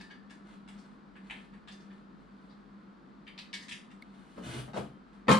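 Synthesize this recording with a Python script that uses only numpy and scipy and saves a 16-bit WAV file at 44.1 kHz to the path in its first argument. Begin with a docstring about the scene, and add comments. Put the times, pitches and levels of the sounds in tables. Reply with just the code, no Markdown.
"""Light taps on thin clear trays sound over a humming fan, a little way off in a small, live room.
Fingers rustle over the trays and small plastic toy parts click, each impact exciting their damped modes.
A box slides with stick-slip friction and is bumped; at the end something is put down with a loud clack.
The microphone faces away, so the reflection from a near wall is stronger than the direct sound."""
import sys
import numpy as np
from scipy import signal
from scipy.fft import rfft, irfft, next_fast_len
from scipy.io import wavfile
from scipy.ndimage import uniform_filter1d

SR = 44100
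rng = np.random.default_rng(int(sys.argv[2]) if len(sys.argv) > 2 else 0)


def persist_wave(psi):
    """Save psi, clipped to +-1, as 16-bit WAV."""
    counts = np.round(np.clip(psi, -1, 1) * 32767).astype(np.int16)
    wavfile.write(sys.argv[1], SR, np.atleast_2d(counts).T)


N = 237779
TIME = np.arange(N) / SR
BALANCE_DB = [[0.64], [-0.64]]   # left, right

# modes of a tray and of a toy part in the room: (frequency [Hz], level [dB], T60 [s])
TRAY_MODES = [(1650, 1.5, 0.25), (1740, -1.5, 0.44), (1786, -5.5, 0.57), (2454, -10, 0.25),
              (2990, -13, 0.22), (3540, -14, 0.45), (4484, -13.5, 0.32), (8100, -27, 0.42)]
PART_MODES = [(967, -6.5, 0.24), (1787, 3.5, 0.14), (1906, 3.5, 0.27), (2050, -2, 0.48), (2235, 4.5, 0.23),
              (3170, -28, 0.35), (3880, -42, .26), (4270, -26, 0.2), (4700, -4.5, 0.37), (5370, -17, .25)]
# spectrum of a hard contact: (frequency [Hz], density level [dB])
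CRACK_SPECTRUM = [(60, -31), (300, 1), (900, 6), (1500, 2), (2700, -4), (4000, -5.5), (5500, -15.5),
                  (8000, -16), (10000, -18.5), (11500, -28.5), (15000, -39)]


def from_db(db):
    """Amplitude ratio of a level."""
    return 10 ** (np.asarray(db) / 20)


def unit_rms(x):
    """Normalise to rms 1."""
    return x / np.sqrt(np.mean(x ** 2) + 1e-30)


def blow(x, db, span_s=0.075):
    """Equivalent level: give a transient the energy of a steady sound lasting span_s."""
    return x * from_db(db) * np.sqrt(span_s * SR / np.sum(x ** 2))


def at_hz(points, hz):
    """Interpolate on a log-frequency axis."""
    f, value = np.transpose(points)
    return np.interp(np.log(np.maximum(hz, 1)), np.log(f), value)


def add(track, s, sound):
    """Superpose a sound at time s."""
    i = max(round(s * SR), 0)
    track[..., i:i + sound.shape[-1]] += sound[..., :max(N - i, 0)]


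def colour(x, spectrum, size=4096):
    """Minimum-phase filter: folding the cepstrum makes the response causal."""
    cepstrum = irfft(np.log(from_db(at_hz(spectrum, np.fft.rfftfreq(size, 1 / SR)))))
    cepstrum[1:size // 2] *= 2
    cepstrum[size // 2 + 1:] = 0
    response = irfft(np.exp(rfft(cepstrum)))
    return np.apply_along_axis(lambda v: signal.fftconvolve(v, response)[:len(v)], -1, x)


def resonate(x, hz, width_hz):
    """Forced response of a damped oscillator."""
    r = np.exp(-np.pi * width_hz / SR)
    return signal.lfilter([1, 0, -1], [1, -2 * r * np.cos(2 * np.pi * hz / SR), r * r], x)


def diffuse(size):
    """Diffuse field: noise from all sides, coherent between the channels in the bass, less so above."""
    # left-right likeness: (frequency [Hz], correlation [-])
    coherence = [(60, 0.87), (200, 0.92), (400, 0.51), (750, -0.15), (1300, -0.099), (2400, 0.53),
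                 (4400, 0.59), (8000, 0.069), (15000, -0.36)]
    padded = next_fast_len(size)
    alike = np.clip(at_hz(coherence, np.fft.rfftfreq(padded, 1 / SR)), -.98, .98)
    mid, side = rfft(rng.standard_normal((2, padded)))
    spectra = np.sqrt(1 + alike) * mid + np.sqrt(1 - alike) * side * [[1], [-1]]
    return unit_rms(irfft(spectra, padded)[:, :size])


def arrival(delay_s, smear_s, scatter, dull_hz):
    """Scattering: a clean pulse is trailed by treble deflected from things along its path."""
    t = TIME[:SR // 2] - delay_s
    spray = unit_rms(diffuse(len(t)) * (t >= 0) * np.exp(-np.abs(t) / smear_s)) / np.sqrt(len(t))
    path = scatter * signal.sosfilt(signal.butter(1, 800, "high", fs=SR, output="sos"), spray)
    path[:, round(delay_s * SR)] += 1
    path /= np.sqrt(np.sum(path ** 2) / 2)
    return signal.sosfilt(signal.butter(2, dull_hz, fs=SR, output="sos"), path)


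def room_response(direct_db=-10.5, wall_db=-8.5, tail_db=-4, build_s=0.01):
    """Impulse response: shaded direct sound, an early wall reflection, then diffuse reverberation."""
    # reverberation time: (frequency [Hz], T60 [s])
    decay_times = [(150, 0.36), (600, 0.27), (2000, 0.32), (5000, 0.31), (12000, 0.32)]
    t = TIME[:SR // 2]
    centres, t60s = np.transpose(decay_times)
    noise, hz = rfft(diffuse(len(t))), np.fft.rfftfreq(len(t), 1 / SR)
    tail = 0
    for weights, t60 in zip(np.eye(len(centres)), t60s):
        band = irfft(noise * at_hz(np.c_[centres, weights], hz), len(t))
        tail += band * np.exp(-np.log(1000) * t / t60)
    tail = unit_rms(tail * (1 - np.exp(-(t / build_s) ** 2))) / np.sqrt(len(t))
    direct = arrival(0, smear_s=0.0054, scatter=3.0, dull_hz=5600)
    wall = arrival(0.0095, smear_s=0.0075, scatter=2.5, dull_hz=9800)
    response = from_db(direct_db) * direct + from_db(wall_db) * wall + from_db(tail_db) * tail
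    return response * from_db(BALANCE_DB)


def in_room(x, response):
    """Convolution carries a source to both channels."""
    return signal.fftconvolve(x[None], response, axes=1)[:, :N]


def fan(sway_db=-12, fade_db_per_s=0.4):
    """Broadband air noise, with a drone and hum of narrowband noise that waver, sway and slowly fade."""
    # moving air: (frequency [Hz], density level [dB re 1/Hz])
    air_spectrum = [(25, -100), (50, -86), (75, -99), (100, -99.5), (150, -84), (200, -82), (260, -80),
                    (400, -88.5), (600, -94.5), (1300, -91), (2000, -103), (2800, -109), (4400, -111),
                    (6000, -122), (8500, -126), (12000, -139), (15000, -142)]
    # drone and hum: (frequency [Hz], nominal bandwidth [Hz], level at mid-scene [dB])
    hum_bands = [(44.9, 1.9, -72), (197.7, 9.2, -55)]
    air = colour(diffuse(N), air_spectrum) * np.sqrt(SR / 2)
    hum = 0
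    for hz, width, db in hum_bands:
        drive = diffuse(N + SR) + from_db(sway_db) * rng.standard_normal(N + SR) * [[1], [-1]]
        band = resonate(resonate(drive, hz, 2 * width), hz, 2 * width)
        hum += from_db(db) * unit_rms(band[:, SR:])   # steady state only
    fade = from_db(fade_db_per_s * (TIME.mean() - TIME))
    return (air + fade * hum) * from_db(BALANCE_DB)


def contact(chatter_s, slip_size=0.35, slips_per_s=3500):
    """Contact force: an impulse followed by a decaying run of tiny slips."""
    t = TIME[:SR // 4]
    slips = rng.standard_normal(len(t)) * (rng.random(len(t)) < slips_per_s / SR)
    force = slip_size * slips * np.exp(-t / chatter_s)
    force[0] = 1
    return force


def ring(modes, uneven_db=3.0, build_s=0.0054, apart_hz=700, blur_hz_at_1k=16):
    """Damped modes swell as the room fills; echoes blur their pitch and part the channels in phase."""
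    t = TIME[:SR // 2]
    hz, db, t60 = np.transpose(modes)[:, :, None]
    strength = from_db(db + uneven_db * rng.standard_normal(hz.shape))
    apart = rng.choice([-1, 1], hz.shape) * hz / (hz + apart_hz) * np.pi / 4
    waver = unit_rms(uniform_filter1d(rng.standard_normal((len(hz), len(t))), size=400, axis=1))
    pitch = hz + blur_hz_at_1k * np.sqrt(hz / 1000) * waver
    phase = 2 * np.pi * (np.cumsum(pitch, axis=1) / SR + rng.random(hz.shape)) + np.array([apart, -apart])
    waves = np.sum(strength * np.sin(phase) * np.exp(-np.log(1000) * t / t60), axis=1)
    return waves * (1 - np.exp(-(t / build_s) ** 2)) * from_db(BALANCE_DB)


def strike(s, impacts, rings):
    """Transients (sound, dB) and free vibration (modes, dB) of one blow, from its own spot in the room."""
    out, room = np.zeros((2, N)), room_response()
    for sound, db in impacts:
        add(out, s, np.sqrt(2) * blow(in_room(sound, room), db))
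    for modes, db in rings:
        add(out, s, np.sqrt(2) * blow(ring(modes), db))
    return out


def click(s, db, hz, edge_db, firm_body_db, rings, firm_db=-46):
    """Impact excitation: one force drives a pitched snap, a bright edge and a dull body; modes ring on."""
    # edge and body of a click: (frequency [Hz], density level [dB])
    edge_spectrum = [(1500, -26.5), (4500, 18.5), (6000, 11), (8500, 10.5), (10000, 2.5), (11200, -21.5),
                     (14500, -12.5)]
    body_spectrum = [(120, 5), (350, -16), (800, 9), (1200, 5), (2000, -12), (5000, -47), (10000, -59)]
    force = contact(chatter_s=0.0015 * 2 ** ((firm_db - db) / 8.5))   # lighter clicks skid for longer
    width_hz = hz * min(0.92 * 2 ** (edge_db / 21.5), 1)   # a brighter edge widens the snap
    low_hz = np.hypot(hz, width_hz / 2) - width_hz / 2
    snap = signal.sosfilt(signal.butter(2, [low_hz, low_hz + width_hz], "band", fs=SR, output="sos"), force)
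    edge, body = colour(force, edge_spectrum), colour(force, body_spectrum)
    body_db = firm_body_db + 0.66 * (db - firm_db)
    return strike(s, [(snap, db), (edge, db + edge_db), (body, body_db)], rings)


def tray_taps(firm_body_db=-55, part_db=-6.5):
    """Coupled vibration: a part set against a thin tray rings the tray, and itself more weakly."""
    # (time [s], level [dB], snap pitch [Hz], edge [dB re level], ring [dB re level])
    taps = [(0.001, -58.5, 3480, -8.5, 3), (0.101, -63, 3530, -23, 7), (0.298, -61.5, 3100, -4.5, 0.5),
            (0.677, -59, 2820, -5.5, -10), (0.778, -74, 3440, 4, -9), (1.154, -64, 2330, -16, 0),
            (1.299, -45.5, 2400, -18.5, -10), (1.529, -68, 2100, -12, 0), (1.675, -55.5, 3150, -10, -2),
            (1.713, -65, 4100, -4.5, -1), (1.795, -75, 5260, -17, 1), (1.900, -72.5, 2900, -21, 4.5),
            (2.496, -71, 4080, -40, -10)]
    out = 0
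    for s, db, hz, edge_db, ring_db in taps:
        rings = [(TRAY_MODES, db + ring_db), (PART_MODES, db + ring_db + part_db)]
        out += click(s, db, hz, edge_db, firm_body_db, rings)
    return out


def friction(per_s, spread_db=3.5):
    """Stick-slip friction: random impulses of uneven size."""
    sizes = from_db(spread_db * np.minimum(rng.exponential(1, N), 4)) * rng.choice([-1, 1], N)
    return sizes * (rng.random(N) < per_s / SR)


def finger_rustle():
    """Sparse stick-slip of fingers on the trays; each stroke swells and fades in a half sine."""
    # (start [s], duration [s], level at the crest [dB])
    strokes = [(0.408, .17, -58), (.62, 0.35, -63), (1.181, 0.3, -55.5), (1.696, .34, -64.5),
               (2.05, .65, -69.5), (3.866, 0.57, -64), (5.052, 0.15, -64.5)]
    envelope = sum(from_db(db) * np.sin(np.pi * np.clip((TIME - s) / length_s, 0, 1))
                   for s, length_s, db in strokes)
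    return envelope * unit_rms(colour(friction(per_s=250), CRACK_SPECTRUM))


def part_clicks(firm_body_db=-65, tray_db=-6):
    """Hard parts collide and ring in their modes; a tray vibrates more weakly in sympathy."""
    # (time [s], level [dB], snap pitch [Hz], edge [dB re level], ring [dB re level])
    collisions = [(3.268, -54, 2620, -18.5, -7), (3.378, -48.5, 3330, -16.5, -10),
                  (3.530, -44, 3800, -12, -2.5), (3.616, -63, 3560, 1, 3.5),
                  (3.683, -49.5, 2920, -6.5, -7.5), (3.712, -45.5, 3100, -9.5, -8),
                  (3.904, -65.5, 2940, -8.5, -5)]
    out = 0
    for s, db, hz, edge_db, ring_db in collisions:
        rings = [(PART_MODES, db + ring_db), (TRAY_MODES, db + ring_db + tray_db)]
        out += click(s, db, hz, edge_db, firm_body_db, rings)
    return out


def near_tick(s=4.022, level_db=-59, decay_s=0.00072):
    """Direct field: a tiny scratch excites resonances so near that no reverberation is heard."""
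    # (frequency [Hz], bandwidth per stage [Hz], level [dB re level_db])
    resonances = [(2170, 230, 0), (3900, 700, -10), (8300, 2500, -23), (10500, 1500, -24)]
    t = TIME[:SR // 10]
    force = rng.standard_normal(len(t)) * (t / decay_s) ** 2 * np.exp(-t / decay_s)
    out = np.zeros(N)
    for hz, width_hz, db in resonances:
        band = resonate(resonate(force, hz, width_hz), hz, width_hz)
        add(out, s, blow(band, level_db + db))
    return out


def push(s, length_s, attack_s=0.027, release_s=0.013, swell_db_per_s=25.5):
    """Amplitude envelope of a push that takes hold, presses ever harder, then lets go."""
    t = TIME - s
    hold = np.clip(t / attack_s, 0, 1) ** 2
    swell = from_db(swell_db_per_s * np.minimum(t - length_s, 0))
    release = np.exp(-np.maximum(t - length_s, 0) / release_s)
    return hold * swell * release


def box_slide(rumble_lag_s=0.018, sing_db=-17):
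    """Dense stick-slip makes the sliding box hiss, rumble and sing faintly at one resonance."""
    # (start [s], duration [s], hiss target level [dB], rumble target level [dB])
    pushes = [(4.102, 0.48, -58, -76), (4.403, 0.18, -42.5, -35.5), (4.735, .022, -36.5, -28)]
    # sliding noise: (frequency [Hz], density level [dB])
    hiss_spectrum = [(50, -31), (200, 1.5), (600, -1), (1300, -1), (3000, -6), (5000, -12.5), (7000, -15.5),
                     (10000, -12), (11500, -25), (15000, -31)]
    rumble_spectrum = [(25, -35), (60, -2.5), (85, -18.5), (120, 2.5), (220, -5.5), (280, 0.5),
                       (400, -16.5), (530, -16), (800, -24), (3000, -63)]
    hiss_gain = sum(from_db(db) * push(s, length_s) for s, length_s, db, _ in pushes)
    rumble_gain = sum(from_db(db) * push(s + rumble_lag_s, length_s) for s, length_s, _, db in pushes)
    slips = friction(per_s=4200)
    hiss = unit_rms(colour(slips, hiss_spectrum))
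    sing = from_db(sing_db) * unit_rms(resonate(slips, hz=2880, width_hz=120))
    rumble = unit_rms(colour(friction(per_s=1500), rumble_spectrum))
    return rumble_gain * rumble + hiss_gain * (hiss + sing)


def box_knocks(left_db=0.5):
    """Impact of box on table: a low thud, a hollow knock, a hard crack and free vibration of its walls."""
    # bumps and the last clack: (time [s], thud level [dB], hollow, ring, crack [each dB re thud])
    hits = [(4.370, -44.5, -9.5, -10.5, -17.5), (4.677, -58, 3.5, 1, -22), (4.734, -45.5, -2, -6, -6.5),
            (4.763, -43.5, 6, -6, -8), (5.271, -41.5, -7, -26, -21), (5.2821, -24, -4.5, 3.5, -2.5),
            (5.304, -31, -4, -4, 6)]
    # box walls in the room: (frequency [Hz], level [dB], T60 [s])
    box_modes = [(130.8, -1.5, 0.4), (161.6, 3, 0.29), (208.4, 3.5, 0.62), (264.2, -2, 0.47),
                 (380, 3.5, 0.13), (426, -5, 0.28), (468.8, 3.5, 0.27), (519.6, 1, 0.46), (585, -10, 0.7),
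                 (626, -9, 0.21), (859, -3.5, 0.27), (1056, -3.5, 0.69), (1105, 0.5, 0.41),
                 (1204, -4, 0.43), (1264, 2, 0.39), (1329, 5.5, 0.24), (1604, -10, 0.46), (1593, -3.5, 0.5),
                 (1823, 4, 0.1), (2130, -29, 0.24), (2360, -18, 0.72), (2520, -20, 0.075),
                 (2890, -14, 0.53), (3120, -11.5, 1)]
    # thud and hollow knock: (frequency [Hz], density level [dB])
    thud_spectrum = [(25, -42), (60, -13.5), (85, -38), (130, -7), (200, 0), (320, -10.5), (600, -15),
                     (1200, -36), (4000, -62)]
    hollow_spectrum = [(50, -37), (200, -8.5), (450, 0), (620, 3.5), (850, -2), (1300, -13), (3000, -30.5),
                       (8000, -55)]
    out = 0
    for s, db, hollow_db, ring_db, crack_db in hits:
        # a square hit is hollow and clean; a glancing one rattles for longer
        force = contact(chatter_s=0.0022 * 2 ** (-hollow_db / 4))
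        impacts = [(colour(force, thud_spectrum), db),
                   (colour(force, hollow_spectrum), db + hollow_db),
                   (colour(force, CRACK_SPECTRUM), db + crack_db)]
        out += strike(s, impacts, [(box_modes, db + ring_db)])
    return out * from_db([[left_db], [-left_db]])


def scene():
    """Superposition of impacts, friction and the fan."""
    impacts = tray_taps() + part_clicks() + near_tick() + box_knocks()
    rubbing = in_room(box_slide() + finger_rustle(), room_response())
    return impacts + rubbing + fan()


def record(dry, cutoff_hz=15000):
    """Band limiting: an elliptic low-pass cuts the top steeply."""
    return signal.sosfilt(signal.ellip(10, .1, 80, cutoff_hz, fs=SR, output="sos"), dry)


dry = scene()
out = record(dry)
persist_wave(out)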